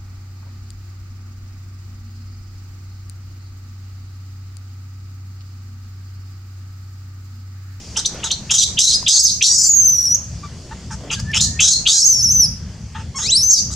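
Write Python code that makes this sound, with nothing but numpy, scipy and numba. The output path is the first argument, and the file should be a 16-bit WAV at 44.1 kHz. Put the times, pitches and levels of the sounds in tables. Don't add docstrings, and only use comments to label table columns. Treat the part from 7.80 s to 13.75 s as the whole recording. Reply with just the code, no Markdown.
import sys
import numpy as np
from scipy import signal
from scipy.fft import rfft, irfft, next_fast_len
from scipy.io import wavfile
from scipy.ndimage import uniform_filter1d, minimum_filter1d, map_coordinates
from numba import njit

SR = 44100
rng = np.random.default_rng(int(sys.argv[2]) if len(sys.argv) > 2 else 0)


def digitize_waveform(pressure):
    field = np.atleast_2d(pressure).T
    bounded = np.clip(field, -1, 1)
    quanta = np.round(bounded * 32767).astype(np.int16)
    wavfile.write(sys.argv[1], SR, quanta)


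N = 262395
T = np.arange(N) / SR


# t/s, length/s, throat start and end level/dB, mouth start and end level/dB,
# mouth resonance start and end f/Hz, chest level/dB
CRIES = [ (0.153, 0.046, -11.5, -23, -24.5, -38, 3200, 3700, -30.5),
         (0.243, 0.018, 2, -13, -18.5, -41, 3760, 4270, -54),
         (0.425, 0.048, -19, -26.5, -27, -30, 3100, 3700, -29),
         (0.499, 0.026, 16, -23, -17.5, -24, 3650, 4330, -40),
         (0.691, 0.15, -16, -11.5, -18, -14.5, 3270, 4000, -32.5),
         (0.973, 0.17, -5, -15, -10, -14, 3420, 4470, -40),
         (1.265, 0.143, -6.5, 0, -8.5, -5, 3530, 4710, -38),
         (1.445, 0.054, -8, -25.5, -24, -14.5, 4670, 4800, -70),
         (1.608, 0.26, -5.5, -13.5, -7, -44, 3280, 6600, -58.5),
         (2.625, 0.037, -55, -52, -54, -49, 3490, 4100, -31.5),
         (2.901, 0.032, -48, -54, -49, -57, 2980, 2700, -30),
         (3.094, 0.051, -31.5, -37, -49, -61, 3150, 3900, -30),
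         (3.296, .05, -19.5, -23, -20, -39, 3160, 2760, -28),
         (3.377, 0.026, -35, -33, -40, -38, 3700, 4900, -40),
         (3.528, 0.048, -25, -16, -16, -28, 2970, 2940, -27.5),
         (3.591, 0.062, -6, -14.5, -13, -31, 3580, 4450, -38),
         (3.787, 0.15, -12.5, -7.5, -12.5, -15, 2860, 4360, -36),
         (4.056, 0.15, -12.5, -0.5, -6.5, -17.5, 3434, 4480, -32.5),
         (5.14, 0.084, -48, -48, -39.5, -62, 3042, 2500, -29),
         (5.341, 0.13, -26, -22, -52, -25, 2690, 4100, -27),
         (5.694, 0.1, -2, -30, -40, -17, 4460, 5100, -63),
         (5.896, 0.043, -35, -29, -47, -45, 4300, 3630, -43), ]
def screech():
    pulses, locked = vocal_folds()
    gains, shut = cry_envelopes(CRIES, locked)
    sweep = [row for t, length, *_, hz0, hz1, _ in CRIES for row in [(t, hz0), (t + length, hz1)]]
    mouth_hz = curves(sweep)[0] * (1 - 0.19 * shut)
    source = pulses * amp(1.13 * wobble(70))
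    push = amp(1.3 * wobble(90))
    layers = [even(throat(source)), even(mouth(source, mouth_hz)), even(chest(source))]
    return push * np.sum(gains * layers, axis=0)


def cry_envelopes(cries, locked):
    gains, shut = np.zeros((3, N)), np.zeros(N)
    for start, length, throat0_db, throat1_db, mouth0_db, mouth1_db, _, _, chest_db in cries:
        now = slice(round(start * SR), round((start + length) * SR) + SR // 10)
        t = T[now] - start
        progress = np.clip(t / length, 0, 1)
        release = np.exp(-np.maximum(t - length, 0) / 0.011)
        envelope = lambda lag_s, attack_s: np.clip((t - lag_s) / attack_s, 0, 1) ** 2 * release
        throat_db = throat0_db + (throat1_db - throat0_db) * progress
        mouth_gain = amp(mouth0_db) * np.exp(-t / 0.067) + amp(mouth1_db) * progress ** 2
        chest_burst = amp(chest_db) * np.exp(-t / 0.05)
        chest_hum = amp(throat_db - 32.5) * locked[now]
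        chest_lag_s = 0.0069 * (1 - locked[now])
        gains[0, now] += envelope(lag_s=0.012, attack_s=0.0059) * amp(throat_db)
        gains[1, now] += envelope(lag_s=0, attack_s=0.01) * mouth_gain
        gains[2, now] += envelope(chest_lag_s, attack_s=0.012) * (chest_burst + chest_hum)
        shut[now] = np.exp(-t / 0.015)
    return gains, shut


LOOSE_HZ, LOOSE_CHAOS = 900, 0.5
# start t/s, end t/s, pulse f/Hz, irregularity/0-1
PULSE_LOCKS = [(1.33, 1.39, 880, .22), (1.69, 1.748, 965, .06), (1.81, 1.86, 920, .17),
               (2.6, 2.7, 1150, .1), (2.88, 2.96, 880, .17), (3.08, 3.2, 880, .27), (3.85, 3.91, 800, .2),
               (4.145, 4.185, 820, .06), (5.1, 5.22, 900, .22), (5.3, 5.38, 1100, .03),
               (5.705, 5.77, 890, .09)]
def vocal_folds():
    rate, chaos = spells(PULSE_LOCKS, rest=lambda hz: (LOOSE_HZ, LOOSE_CHAOS))
    jitter = 1 + 0.32 * chaos * wobble(700)
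    drift = 1 + 0.049 * wobble(60) * np.sqrt(chaos)
    swing = np.cos(phase_of(rate * jitter * drift))
    puffs = np.exp(40 * (swing - 1))
    shimmer = amp(4.1 * chaos * wobble(800))
    leak = rng.standard_normal(N) * (0.91 + 0.27 * swing)
    pulses = even(np.gradient(puffs) * shimmer) + 1.6 * chaos * unit(leak)
    return pulses, 1 - chaos / LOOSE_CHAOS


# f/Hz, level/dB
THROAT_EQ = [(2590, -104), (4400, -7.5), (5490, -4), (6470, 1.5), (6970, -3.5), (7870, -7.5), (8610, -10),
             (12200, -25), (13300, -26), (14800, -45), (15600, -60)]
def throat(source):
    band = unit(filtered(source, lambda hz: amp(along(THROAT_EQ, hz))))
    def peak(hz, swing_hz, width_hz):
        return amp(5 * wobble(35)) * unit(resonate(band, hz + swing_hz * wobble(30), width_hz, SR))
    return band + 0.56 * peak(6463, 357, 150.0) + 0.5 * peak(5114, 340, 200.0) + 0.33 * peak(7610, 384, 180.0)


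def mouth(source, hz):
    formant = bandpass(source, hz, width_hz=1800.0)
    return resonate(formant, hz * (1 + 0.08 * wobble(40)), 450.0, SR)


# f/Hz, width/Hz, level per pass/dB
CHEST_MODES = [(903, 82, -4), (1271, 390, -1)]
def chest(source):
    def ring(f):
        return sum(amp(db) * 1j * f * width / (hz * hz - f * f + 1j * f * width)
                   for hz, width, db in CHEST_MODES)
    return filtered(source, lambda f: ring(f) ** 2)


# t/s, f/Hz, level/dB
WHISTLE_CALLS = [
    [(1.41, 4915, -2), (1.418, 5125, -18), (1.428, 6480, -11), (1.442, 6540, -1.5), (1.478, 4890, -11),
     (1.49, 4302, -21)],
    [(1.89, 7026, -10.5), (1.906, 6740, -15.5), (1.952, 6670, -12.5), (1.968, 6440, -10),
     (1.996, 6510, -13), (2.01, 6310, -10), (2.046, 6070, -16), (2.068, 6390, -9), (2.09, 5860, -19),
     (2.1, 6149, -13), (2.148, 5950, -20), (2.156, 5711, -16.5), (2.222, 5760, -17), (2.23, 5680, -20),
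     (2.256, 5860, -14), (2.276, 5350, -22), (2.296, 5842, -17.5), (2.33, 5760, -13), (2.338, 6020, -39),
     (2.348, 6600, -9), (2.358, 5900, -16.5), (2.365, 6040, -37)],
    [(4.215, 5507, -7), (4.233, 5400, -9.5), (4.261, 6820, -7.5), (4.275, 6340, -7), (4.323, 6080, -10),
     (4.341, 5625, -12.5), (4.351, 5570, -15.5), (4.391, 5474, -18), (4.415, 5210, -18), (4.435, 6520, -13),
     (4.449, 5720, -13), (4.467, 5530, -19), (4.487, 5320, -16), (4.519, 6340, -9.5), (4.579, 6020, -18),
     (4.599, 5980, -11), (4.651, 5230, -13.5), (4.665, 4645, -22)],
    [(5.43, 1913, -35.5), (5.446, 1975, -43), (5.496, 2741, -27.5), (5.52, 3963, -15.5), (5.536, 3956, -11),
     (5.548, 4090, -16), (5.58, 5490, -11.5), (5.608, 5250, -16.5), (5.64, 6236, -14.5), (5.68, 6040, -18),
     (5.704, 6646, -6.5), (5.738, 6033, -0.5), (5.76, 4940, -11), (5.79, 4522, -25)],
]
# start t/s, end t/s, flutter f/Hz, depth/0-1
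RASP_SPELLS = [(1.455, 1.5, 900, 0.77), (4.27, 4.319, 1550, .12), (4.378, 4.411, 800, .3),
               (5.704, 5.79, 890, 0.53)]
# whistle f/Hz, level/dB
OCTAVE_BALANCE = [(2000, 14.5), (4000, -3), (5400, -19.5), (6500, -28)]
# t/s, level/dB
FIFTH_FADER = [(2.0, -70), (2.09, -57), (2.3, -41), (2.34, -65)]
def whistle():
    gate, (hz, db) = calls(WHISTLE_CALLS, rise_s=0.0029, fall_s=0.0036)
    hz = uniform_filter1d(hz, size=300)
    phase = phase_of(hz * (1 + 0.007 * wobble(70) + 0.007 * wobble(400)))
    rasp_hz, depth = spells(RASP_SPELLS, rest=lambda hz: (hz, 0))
    flutter = 1 + depth * np.sin(phase_of(rasp_hz * (1 + 0.06 * wobble(150))))
    octave_db = along(OCTAVE_BALANCE, hz) - 12 * depth + 4.4 * wobble(60)
    tone = flutter * (amp(2 * wobble(70)) * np.sin(phase) + amp(octave_db) * np.sin(2 * phase))
    fifth_db = curves(FIFTH_FADER)[0] + 4.5 * wobble(41)
    fifth = amp(fifth_db) * (T < FIFTH_FADER[-1][0]) * np.sin(3 * phase / 2)
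    air = lambda centre, width_hz: even(bandpass(rng.standard_normal(N), centre, width_hz))
    breath = amp(-22) * air(hz, 2170.0) + amp(-31) * air(2 * hz, 1500.0)
    return gate * (np.sqrt(2) * (amp(db) * tone + fifth) + amp(db + wobble(40)) * breath)


# t/s, length/s, start f/Hz, end f/Hz, level/dB
YELP_GLIDES = [(0.97, 0.014, 2850, 3550, -18), (1.03, .03, 4766, 6830, -15),
               (1.064, 0.041, 3950, 3970, -16.5), (1.108, .022, 4150, 4250, -20),
               (1.132, .032, 4950, 5042, -11.5), (1.335, 0.029, 4354, 4516, -18),
               (1.635, 0.028, 4200, 4657, -11), (1.781, .1, 7040, 7270, -14.5),
               (4.135, .015, 4460, 5020, -17.5), (1.263, 0.01333, 3125, 3957, -12.5),
               (1.608, 0.023, 2300, 3720, -17.5), (3.789, 0.016, 2273, 3268, -25.5),
               (3.93, 0.038, 4036, 4300, -14.5), (4.054, .014, 2500, 3700, -23)]
def yelps():
    glides = [[(t, hz0, db), (t + length, hz1, db)] for t, length, hz0, hz1, db in YELP_GLIDES]
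    gate, (hz, db) = calls(glides, rise_s=0.0038, fall_s=0.0053)
    phase = phase_of(hz * (1 + 0.0152 * wobble(200)))
    tone = np.sin(phase) + amp(-24.5) * np.sin(2 * phase)
    return gate * np.sqrt(2) * amp(db + 2.0 * wobble(150)) * tone


# t/s, left over right level/dB
HEAD_PAN = [(0.0, 0.5), (1.01, -0.5), (1.92, 1), (1.97, -4), (2.04, 0.5), (3.17, 1.0), (4.62, -0.5),
            (4.69, 1), (5.95, 1.5)]
def head_turns(voice):
    pan_db = curves(HEAD_PAN)[0] + 1.03 * wobble(36)
    return voice * amp([pan_db / 2, -pan_db / 2])


def ground_bounce(voice):
    delays_s = [0.0013, 0.0015]
    litter_eq = [(2000, -72), (6000, -8.5), (12000, -5)]  # f/Hz, level/dB
    delay = lambda hz: np.exp(-2j * np.pi * np.outer(delays_s, hz))
    return filtered(voice, lambda hz: amp(along(litter_eq, hz)) * delay(hz))


# f/Hz, T60/s
TREE_DECAY = [(1000, 0.043), (4000, 0.33), (6500, 0.4), (10000, 0.31), (15000, 0.39)]
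def trees(voice):
    hz, t, noise = signal.stft(rng.standard_normal((2, SR)), SR, nperseg=256)
    decay = amp(-60 * t / along(TREE_DECAY, hz)[:, None])
    tail = signal.istft(noise * decay, SR, nperseg=256)[1]
    return signal.fftconvolve(voice[None], tail / np.linalg.norm(tail[0]), axes=1)[:, :N]


# t/s, level/dB, ring f/Hz
LEAF_TICKS = [(0.347, -23, 500), (1.228, -24, 997), (3.4, -18, 5380), (3.516, -21, 5500),
              (5.904, -32.5, 1197)]
def leaves(t60_s=0.017, lowpass_hz=7000):
    track, t = np.zeros(N + SR), np.arange(SR // 20) / SR
    for start, db, hz in LEAF_TICKS:
        snap = np.sin(2 * np.pi * hz * t) + 0.38 * rng.standard_normal(len(t))
        track[round(start * SR):][:len(t)] += amp(db - 60 * t / t60_s) * snap
    return filtered(track[:N], lambda f: 1 / (1 + 1j * f / lowpass_hz) ** 2)


# t/s, f/Hz, level/dB
FAR_GLIDE = [(3.35, 1650, -40), (3.39, 1650, -38.5), (3.44, 1700, -54), (3.51, 1730, -36), (3.6, 1760, -55),
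             (3.72, 1790, -44), (3.8, 1810, -52)]
def far_tone():
    gate, (hz, db) = calls([FAR_GLIDE], rise_s=0.018, fall_s=0.018)
    return gate * np.sqrt(2) * amp(db + 4.5 * wobble(45)) * np.sin(phase_of(hz + 35 * wobble(90)))


# t/s, rumble level/dB, drone level/dB
TRAFFIC_FADERS = [(0.0, -38.5, -43), (0.4, -38, -38.5), (0.7, -34.5, -45.5), (1.25, -36.5, -39.5),
                  (1.6, -36.5, -45.5), (2.2, -39.5, -46.5), (2.47, -30, -46.5), (2.82, -38, -45.5),
                  (3.13, -30.5, -43), (3.6, -25.5, -41), (4.05, -35, -43), (4.5, -27.5, -44.5),
                  (5.0, -33, -47), (5.55, -36, -44), (5.95, -29, -45.5)]
# f/Hz, level/dB
RUMBLE_EQ = [(15, -48), (25, -65), (50, -3), (81, 1.5), (129, -3), (166, -5.5), (217, -9), (300, -32),
             (390, -68), (660, -120)]
DRONE_EQ = [(150, 0), (260, -2.5), (284, -4), (655, -10), (755, -12), (1000, -15), (3500, -18), (4550, -50),
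            (7700, -120)]
def traffic():
    rumble_db, drone_db = curves(TRAFFIC_FADERS)
    rumble = amp(rumble_db + 1.0 + 1.63 * wobble(9)) * noise_bed(RUMBLE_EQ, patchy_db=1.5)
    drone = amp(drone_db + 1.95 + 1.7 * wobble(11)) * noise_bed(DRONE_EQ, patchy_db=2.0)
    return rumble * amp([[0.6], [-0.6]]) + drone


# t/s, level/dB
INSECT_FADER = [(0.0, -41), (5.95, -49)]
# f/Hz, level/dB
INSECT_EQ = [(1760, -20), (3000, -10.5), (3600, -11), (4650, 1.5), (5400, 1), (6000, 1.5), (6960, -1.5),
             (11500, -25), (15000, -29)]
def insects():
    return amp(curves(INSECT_FADER)[0]) * noise_bed(INSECT_EQ, patchy_db=1.5)


# f/Hz, left-right correlation/0-1
BED_CORRELATION = [(100, 1), (500, 0.96), (2000, 0.9), (6000, 0.48), (12000, 0.062)]
def noise_bed(eq, patchy_db):
    noise = signal.stft(rng.standard_normal((2, N)), nperseg=512)[2]
    patches = uniform_filter1d(rng.standard_normal(noise.shape[1:]), size=6, axis=0)
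    patches = uniform_filter1d(patches, size=14, axis=1)
    pair = signal.istft(noise * amp(patchy_db * unit(patches)), nperseg=512)[1][:, :N]
    width = lambda hz: np.arccos(np.clip(along(BED_CORRELATION, hz), -1, 1)) / 2
    mid, side = filtered(pair, lambda hz: amp(along(eq, hz)) * [np.cos(width(hz)), np.sin(width(hz))])
    return unit(np.array([mid + side, mid - side]))


def amp(db):
    return 10 ** (np.asarray(db) / 20)


def unit(x):
    return x / np.sqrt(np.mean(x ** 2) + 1e-20)


def even(x):
    return x / np.sqrt(np.abs(uniform_filter1d(x ** 2, size=1764)) + 1e-20)


def phase_of(hz):
    return 2 * np.pi * np.cumsum(hz) / SR


def along(points, hz):
    f, values = np.transpose(points)
    return np.interp(np.log(hz + 1), np.log(f + 1), values)


def curves(rows):
    times, *columns = np.transpose(rows)
    return [np.interp(T, times, column) for column in columns]


def spells(rows, rest, ramp_s=0.016):
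    points = []
    for start, end, hz, amount in rows:
        points += [(start - ramp_s, *rest(hz)), (start, hz, amount)]
        points += [(end, hz, amount), (end + ramp_s, *rest(hz))]
    return curves(points)


def calls(contours, rise_s, fall_s):
    gate = sum(np.clip(np.minimum((T - c[0][0]) / rise_s, (c[-1][0] - T) / fall_s + 1), 0, 1)
               for c in contours)
    return np.minimum(gate, 1), curves(sorted(row for c in contours for row in c))


def wobble(rate):
    return map_coordinates(rng.standard_normal(int(N * rate / SR) + 4), [T * rate])


def filtered(x, response):
    size = next_fast_len(N + SR // 2)
    return irfft(rfft(x, size) * response(np.fft.rfftfreq(size, 1 / SR)), size)[..., :N]


@njit
def resonate(x, hz, width_hz, sr):
    y, r = np.zeros(len(x)), np.exp(-np.pi * width_hz / sr)
    for i in range(2, len(x)):
        y[i] = x[i] - x[i - 2] + 2 * r * np.cos(2 * np.pi * hz[i] / sr) * y[i - 1] - r * r * y[i - 2]
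    return y


def bandpass(x, hz, width_hz):
    return resonate(resonate(x, hz, width_hz, SR), hz, width_hz, SR)


def scene():
    voice = screech() + yelps() + whistle()
    monkey = head_turns(voice) + ground_bounce(voice) + amp(-7.0) * trees(voice)
    return monkey + leaves() + far_tone() + traffic() + insects()


def record(dry):
    hold, ease, top_hz = round(0.031 * SR), round(0.029 * SR), 15700
    needed_gain = 1 / np.maximum(np.abs(dry).max(axis=0), 1)
    held_gain = minimum_filter1d(needed_gain, size=hold, origin=hold // 4)
    limited = dry * uniform_filter1d(held_gain, size=ease)
    clipped = limited / (1 + np.abs(limited / 1.3) ** 6) ** (1 / 6)
    return filtered(clipped, lambda hz: hz < top_hz)


dry = scene()
out = record(dry)
digitize_waveform(out)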